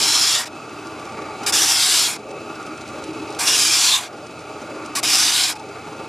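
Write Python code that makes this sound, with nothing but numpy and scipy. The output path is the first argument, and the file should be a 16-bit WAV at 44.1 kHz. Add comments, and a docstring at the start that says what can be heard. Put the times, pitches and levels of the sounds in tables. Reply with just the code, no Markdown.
"""Four harsh, gritty strokes and a few brief touches over an uneven rattle, whirr, hum and ticks.
A board is pressed against a belt-driven sanding drum on a steel stand, outdoors.
Random grit clicks drive the board's wood modes and a hiss; knocks and noise ring the stand's resonances.
Filtered noise makes whirr and ticks; sines make hum.
The recorder, with two ports, turns its gain down while the sound is loud."""
import sys
import numpy as np
from scipy import signal
from scipy.fft import rfft, irfft, next_fast_len
from scipy.io import wavfile
from scipy.ndimage import uniform_filter1d

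SR = 44100
rng = np.random.default_rng(int(sys.argv[2]) if len(sys.argv) > 2 else 0)


def put_to_file(sound):
    """Save the sound as 16-bit audio at rate SR, in the file named by the first command-line argument."""
    columns = np.atleast_2d(sound).T  # one column per channel
    safe = np.clip(columns, -1, 1)
    whole_steps = np.round(safe * 32767)
    wavfile.write(sys.argv[1], SR, whole_steps.astype(np.int16))


N = 268168

# Strokes of the board along the drum, one list each.
# Each row: time in seconds, pressure as rasp level in dB, brightest band in Hz.
STROKES = [
    [(0.0, -18, 4800), (0.172, -15.5, 4750), (0.356, -16, 4540), (0.4, -23, 4450), (0.44, -31.5, 5060),
     (0.453, -40, 4980)],
    [(1.522, -21, 5320), (1.538, -16, 5250), (1.74, -16.5, 5060), (1.776, -16, 4530), (1.926, -15, 4400),
     (2.024, -15, 4770), (2.068, -18.5, 4300), (2.114, -27.5, 4340), (2.136, -29, 4700), (2.166, -36, 4810),
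     (2.18, -59, 4660)],
    [(3.388, -25, 4890), (3.396, -24.5, 4740), (3.454, -24.5, 5090), (3.472, -16.5, 5200),
     (3.72, -15.5, 5010), (3.87, -14, 4580), (3.96, -15.5, 3800), (4.002, -29.5, 3720),
     (4.032, -32.5, 4300), (4.08, -39.5, 4030), (4.092, -57, 3930)],
    [(5.028, -29, 5150), (5.038, -21.5, 5050), (5.126, -15, 4970), (5.214, -15, 5100), (5.356, -17.5, 4050),
     (5.42, -15.5, 4310), (5.496, -21, 4240), (5.528, -30, 4610), (5.548, -52, 4890), (5.552, -44, 4830)],
]
# Tone of each stroke. Each row: added sizzle in dB, added body in dB.
STROKE_COLOUR = [(-2.5, 0), (1, 0.7), (-0.8, 0.8), (-0.5, 1.5)]
# Brief touches as the board bounces on or off the drum.
# Each row: start in seconds, length in seconds, rasp level in dB, final fade in dB.
TOUCHES = [(0.453, 0.034, -34.5, 8), (1.431, 0.018, -37, 12), (1.462, 0.054, -21.5, 10),
           (4.951, 0.056, -25, 5), (5.552, 0.025, -41, 8)]
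# Effect of pressure: lighter contact has lower body modes; relative hiss peaks at medium-light
# pressure, relative body when lighter still.
# Each row: rasp level in dB, body re rasp in dB, sizzle re rasp in dB, loudest body mode in Hz.
BY_PRESSURE = [(-61, -7, -18, 490), (-40.5, 1, -11, 570), (-23, -3.5, -1.5, 770), (-19.5, -10.5, -8, 1240),
               (-11, -13, -8.5, 1330)]
# Spectra of the grit driving the upper and lower wood modes, and of the hiss of the finest grains.
# Each row: frequency in Hz, relative density in dB per Hz.
RASP_SPECTRUM = [(1180, -39), (2000, -19), (2390, -43), (2630, -3), (3310, 1), (4480, -5.5), (5030, -2),
                 (5520, -1.5), (6310, -2), (7120, -2), (8000, -9), (10400, -4), (17600, -120)]
BODY_SPECTRUM = [(420, -40), (600, -5.5), (750, 1.5), (1200, 1), (1600, 2), (2000, 2), (2600, 9),
                 (3400, -17)]
SIZZLE_SPECTRUM = [(3650, -31), (6200, -6.5), (7110, 1), (10700, -4.5), (14600, -16), (15300, -24),
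                   (15800, -36)]
# Board modes that sing out for a moment, mostly as the edge slides off.
# Each row: start in seconds, end in seconds, frequency in Hz, level in dB.
SINGING = [(0.33, 0.458, 1860, -33.5), (1.46, 1.496, 2350, -26.5), (1.57, 1.62, 3000, -29),
           (2.034, 2.07, 3350, -23), (3.448, 3.586, 2840, -25), (3.622, 3.81, 2330, -30),
           (3.913, 3.992, 1050, -30.5), (3.892, 3.993, 3580, -17), (4.966, 5.002, 1123, -27.5),
           (5.429, 5.465, 737, -32), (5.516, 5.628, 876, -35)]
# Resonances of stand, drum and motor case.
# Each row: frequency in Hz, width in Hz, relative level in dB.
STAND_MODES = [(89.8, 6.5, -11), (157.7, 13.7, -8.5), (224, 19, -8), (312.3, 25, 1.5), (421.5, 36, -2.5),
               (547, 26, -7.5), (617.4, 22, -4), (776, 64, -4.5), (890, 51, -8), (1163, 47, -5.5),
               (1271, 41, -6), (1398, 41, -4.5), (2270, 164, -16.5), (2593, 60, -9.5), (3960, 110, -23.5),
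               (4750, 78, -20), (6900, 160, -30.5)]
# Broad noise of belt, bearings and air. Each row: frequency in Hz, relative density in dB per Hz.
WHIRR_SPECTRUM = [(18, -57), (30, -20), (90, -5.5), (307, 0.5), (787, -3.5), (996, -7), (1230, 0),
                  (1770, -15.5), (2620, -8), (3150, -13.5), (6890, -17.5), (11600, -32), (15500, -58)]
# Uneven shaking of the stand. Each row: time in seconds, level in dB.
SHAKING = [(0.0, -38), (0.46, -43), (0.52, -38.5), (1.32, -37.5), (1.49, -34.5), (1.81, -42), (2.13, -41),
           (2.37, -38.5), (2.81, -37.5), (3.35, -35.5), (3.93, -43), (4.25, -39), (5.1, -37.5), (5.42, -43),
           (5.89, -37), (6.08, -38.5)]
# Tones of shaft and motor. Each row: frequency in Hz, mean unloaded level in dB.
HUM = [(91, -59), (120, -53), (240, -56.5)]
# Loudest ticks of belt and handled board. Each row: time in seconds, nominal peak in dB.
TICKS = [(0.871, -30), (1.0535, -32), (2.6655, -30), (2.8105, -30), (2.877, -30), (3.0397, -25.5),
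         (3.3044, -29), (3.325, -28), (3.348, -24), (4.2675, -31), (4.8607, -25), (5.5962, -29)]
# Spectrum of a tick. Each row: frequency in Hz, relative density in dB per Hz.
TICK_SPECTRUM = [(1200, -44.5), (3000, -4), (5500, -2.5), (10000, -13.5), (15000, -61.0)]
# Difference between the ports. Each row: frequency in Hz, gain re direct sound in dB.
SANDING_SIDE = [(500, -21), (850, -44), (1350, -27), (2300, -53), (3200, -47), (4100, -33), (5000, -22.5),
                (8000, -12), (14000, -14)]
MACHINE_SIDE = [(40, -30), (120, -17.5), (350, -30.5), (900, -25.5), (1700, -11.5), (2500, -22),
                (4000, -20), (8000, -7), (14000, -11)]
# Resonances of the left port alone. Each row: frequency in Hz, width in Hz, share added (no unit).
LEFT_PORT = [(1305, 73, -0.33), (7300, 4900, -0.26), (10000, 4500, 0.67)]

TOUCH_PEAK_HZ, TOUCH_HOLD_SHARE = 4660, 0.65   # share of a touch before it fades
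KNOCKS_PER_S = 300
RATTLE_DB, WHIRR_DB, HUM_LOAD_DB = 4.5, -1, 7   # rattle, whirr re shaking; hum rise at full load
# The middle modes of the stand thin out under load, a little late.
MIDDLE_HZ, MIDDLE_WIDTH_HZ, MIDDLE_LAG_S = 510, 145, 0.052
MIDDLE_IDLE_DB, MIDDLE_LOSS_DB, MIDDLE_WAVER_DB = 2, 12, 3
FAINT_TICKS_PER_S, FAINT_TICK_DB = 8.0, -33.5
TICK_CREST_DB = 8   # peak of a puff over its rms
MACHINE_LEFT_LEAD_SAMPLES = 0.19   # half the lead of the left port
GAIN_KNEE_DB, GAIN_SLOPE, GAIN_START_DB = -22, 0.37, 0
GAIN_ATTACK_S, GAIN_RELEASE_DB_PER_S = 0.45, 51
CUTOFF_HZ = 16400


def sanding(rasp_gain, body_gain, sizzle_gain, peak_hz, body_hz):
    """Thousands of grains a second catch the fibres, in uneven bursts as the board judders."""
    judder = from_db(0.78 * drift(38.0) + 0.16 * drift(15.0))
    # independent grit clicks sharing one judder
    grit = np.array([clicks(per_s=14000, spread_db=0.0) * judder for row in range(4)])
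    rasp = board(colour(grit[:2], RASP_SPECTRUM), 2046, 7970, count=26, sharpness=6.4,
                 patchy_db=1.3, peak_hz=peak_hz, peak_db=7.5, peak_width=0.26)
    body = board(colour(grit[2:], BODY_SPECTRUM), 650, 2455, count=16, sharpness=18.4,
                 patchy_db=2.5, peak_hz=body_hz, peak_db=4.5, peak_width=0.5)
    # the finest grains hiss without ringing the wood
    sizzle = rms_one(colour(grit[2], SIZZLE_SPECTRUM))
    contact = rasp_gain * rasp + body_gain * body + sizzle_gain * sizzle
    return contact + singing(grit[3])


def contact_controls():
    """Pressure sets level and colour sample by sample; gains are zero while the board is off the drum."""
    t = np.arange(N) / SR
    rasp_gain, body_gain, sizzle_gain = np.zeros((3, N))
    peak_hz, body_hz = np.full((2, N), 1000.0)   # idle values, unheard
    touches = []
    for start_s, length_s, db, fade_db in TOUCHES:
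        touches.append([(start_s, db, TOUCH_PEAK_HZ),
                        (start_s + TOUCH_HOLD_SHARE * length_s, db, TOUCH_PEAK_HZ),
                        (start_s + length_s, db - fade_db, TOUCH_PEAK_HZ)])
    colours = STROKE_COLOUR + [(0, 0)] * len(touches)
    law_db, law_body_db, law_sizzle_db, law_body_hz = np.transpose(BY_PRESSURE)
    for rows, (treble_db, boom_db) in zip(STROKES + touches, colours):
        s, rasp_db, band_hz = np.transpose(rows)
        under_way = 99 * (s[0] < .1)   # a stroke starting before 0.1 s has no onset ramp
        onset = np.clip((t - s[0]) / .003 + under_way, 0, 1)
        contact = onset * np.clip((s[-1] - t) / .006, 0, 1)
        level_db = np.interp(t, s, rasp_db)
        body_db = level_db + np.interp(level_db, law_db, law_body_db) + boom_db
        sizzle_db = level_db + np.interp(level_db, law_db, law_sizzle_db) + treble_db
        rasp_gain += contact * from_db(level_db)
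        body_gain += contact * from_db(body_db)
        sizzle_gain += contact * from_db(sizzle_db)
        peak_hz = np.where(contact > 0, np.interp(t, s, band_hz), peak_hz)
        body_hz = np.where(contact > 0, np.interp(level_db, law_db, law_body_hz), body_hz)
    return rasp_gain, body_gain, sizzle_gain, peak_hz, body_hz


def board(grit, low_hz, high_hz, count, sharpness, patchy_db, peak_hz, peak_db, peak_width):
    """Short wood modes swell and fade as the contact line travels; those near peak_hz are driven harder."""
    out = 0
    for k, hz in enumerate(np.geomspace(low_hz, high_hz, count)):
        nearness = np.exp(-(np.log(hz / peak_hz) / peak_width) ** 2)
        gain_db = patchy_db * drift(4.5) + peak_db * nearness
        mode = resonance(grit[k % 2], hz, hz / sharpness)   # neighbouring modes take different click rows
        out = out + (-1) ** (k // 2) * from_db(gain_db) * mode
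    # level out slow swings: pressure sets the loudness
    return out / np.sqrt(uniform_filter1d(out ** 2, size=5000) + 1e-9)


def singing(grit):
    """A narrow mode swells and fades under grit with the same judder."""
    t, out = np.arange(N) / SR, 0
    for start_s, end_s, hz, db in SINGING:
        swell = np.sin(np.pi * np.clip((t - start_s) / (end_s - start_s), 0, 1))
        width_hz = hz / 16.4
        mode = resonance(resonance(grit, hz, width_hz), hz, width_hz)
        out = out + from_db(db) * swell * rms_one(mode)
    return out


def machine(load):
    """Soft irregular knocks and noise ring the stand, with a broad whirr; load raises the hum."""
    s, shake_db = np.transpose(SHAKING)
    t = np.arange(N) / SR
    drive = clicks(KNOCKS_PER_S, spread_db=-1.5) + 1.27 * rng.standard_normal(N)
    drive = drive * from_db(1.02 * drift(58.0))
    rattle = 0
    for k, (hz, width_hz, db) in enumerate(STAND_MODES):
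        mode_gain = from_db(db + 2.03 * drift(2.1))
        rattle = rattle + (-1) ** k * mode_gain * resonance(drive, hz, width_hz)
    whirr = rms_one(colour(rng.standard_normal(N), WHIRR_SPECTRUM))
    whirr = whirr * from_db(WHIRR_DB + 1.0 * drift(29.0))
    stand = from_db(RATTLE_DB) * rms_one(rattle) + whirr

    r = np.exp(-1 / (MIDDLE_LAG_S * SR))
    late_load = signal.lfilter([1 - r], [1, -r], load, zi=[r * load[0]])[0]
    middle_db = MIDDLE_IDLE_DB - MIDDLE_LOSS_DB * late_load + MIDDLE_WAVER_DB * drift(3.2)
    stand = stand + (from_db(middle_db) - 1) * resonance(stand, MIDDLE_HZ, MIDDLE_WIDTH_HZ)

    hum = sum(np.sqrt(2) * from_db(db) * np.sin(2 * np.pi * hz * t) for hz, db in HUM)
    hum = hum * from_db(HUM_LOAD_DB * load + 0.33 * drift(7.6))
    return stand * from_db(np.interp(t, s, shake_db)) + hum


def ticks():
    """Each tick is a bright puff of noise falling 60 dB in 35 ms; faint ones come at random."""
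    s, peak_db = np.transpose(TICKS)
    faint = rng.random(N) < FAINT_TICKS_PER_S / SR
    starts = faint * from_db(FAINT_TICK_DB + 2.0 * rng.standard_normal(N)) + 1e-18
    starts[(s * SR).astype(int)] = from_db(peak_db)
    dying = signal.lfilter([1], [1, -from_db(-60 / (0.035 * SR))], starts)
    puff = colour(rng.standard_normal(N), TICK_SPECTRUM)
    return dying * rms_one(puff) * from_db(-TICK_CREST_DB)


def diffuse(x, points):
    """Diffuse stereo part of the sound: its phase differs by band and wanders."""
    size = next_fast_len(N)
    band_phase = rng.uniform(0, 2 * np.pi, 121)
    phase = np.interp(np.linspace(0, 120, size // 2 + 1), np.arange(121), band_phase)
    analytic = signal.hilbert(irfft(rfft(x, size) * np.exp(1j * phase), size))[:N]
    wandering = np.real(analytic * np.exp(1j * np.pi * drift(18.0)))
    return colour(wandering, points)


def from_db(db):
    """Decibels to gain."""
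    return 10 ** (np.asarray(db) / 20)


def rms_one(x):
    """Scale to rms 1."""
    return x / np.sqrt(np.mean(x ** 2) + 1e-20)


def colour(x, points):
    """Filter by a spectrum of (Hz, dB) points, held flat beyond its ends."""
    size = next_fast_len(N + 4096)
    hz, db = np.transpose(points)
    log_hz = np.log(np.maximum(np.arange(size // 2 + 1) * SR / size, 1))
    gain = from_db(np.interp(log_hz, np.log(hz), db))
    return irfft(rfft(x, size) * gain, size)[..., :N]


def drift(rate):
    """Slow chance of spread 1 that changes about rate times a second."""
    r = np.exp(-80 * np.pi * rate / SR)   # one step is 40 samples
    noise = rng.standard_normal(N // 40 + 2002)
    slow = signal.lfilter([1], [1, -2 * r, r * r], noise)[2000:]   # drop the run-in
    return np.interp(np.arange(N) / 40, np.arange(len(slow)), rms_one(slow))


def clicks(per_s, spread_db):
    """Random clicks of either sign, uneven in size unless spread_db is 0."""
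    sizes = from_db(spread_db * np.minimum(rng.exponential(1, N), 4))
    signs = rng.choice([-1, 1], N)
    return rms_one(sizes * signs * (rng.random(N) < per_s / SR))


def resonance(x, hz, width_hz):
    """Two-pole resonance with gain 1 on top."""
    r = np.exp(-np.pi * width_hz / SR)
    zeros = np.array([1, 0, -1]) * (1 - r * r) / 2
    poles = [1, -2 * r * np.cos(2 * np.pi * hz / SR), r * r]
    return signal.lfilter(zeros, poles, x)


def scene():
    """All sources reach both ports almost alike; the diffuse part has opposite signs at the two."""
    controls = contact_controls()
    load = np.clip(uniform_filter1d(controls[0], size=6000) / from_db(-9.5), 0, 1)
    rubbing = sanding(*controls)
    running = machine(load) + ticks()
    side = diffuse(rubbing, SANDING_SIDE) + diffuse(running, MACHINE_SIDE)
    side = side + MACHINE_LEFT_LEAD_SAMPLES * np.gradient(running)   # the motor stands to the left
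    left = rubbing + running + side
    left = left + sum(share * resonance(left, hz, width_hz) for hz, width_hz, share in LEFT_PORT)
    right = rubbing + running - side
    return np.array([left, right])


def record(dry):
    """Slow gain control on loud passages, then the top is cut."""
    power = uniform_filter1d(np.mean(dry ** 2, axis=0), size=1000)
    level_db = 10 * np.log10(power + 1e-12)
    fall_db = GAIN_RELEASE_DB_PER_S * np.arange(N) / SR
    held_db = np.maximum.accumulate(level_db + fall_db) - fall_db   # peaks held, falling steadily
    wanted_db = -GAIN_SLOPE * np.maximum(held_db - GAIN_KNEE_DB, 0)
    r = np.exp(-1 / (GAIN_ATTACK_S * SR))
    gain_db = signal.lfilter([1 - r], [1, -r], wanted_db, zi=[r * GAIN_START_DB])[0]
    top_cut = signal.cheby2(16, 90, CUTOFF_HZ, fs=SR, output="sos")
    return signal.sosfilt(top_cut, dry * from_db(gain_db))


dry = scene()
out = record(dry)
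put_to_file(out)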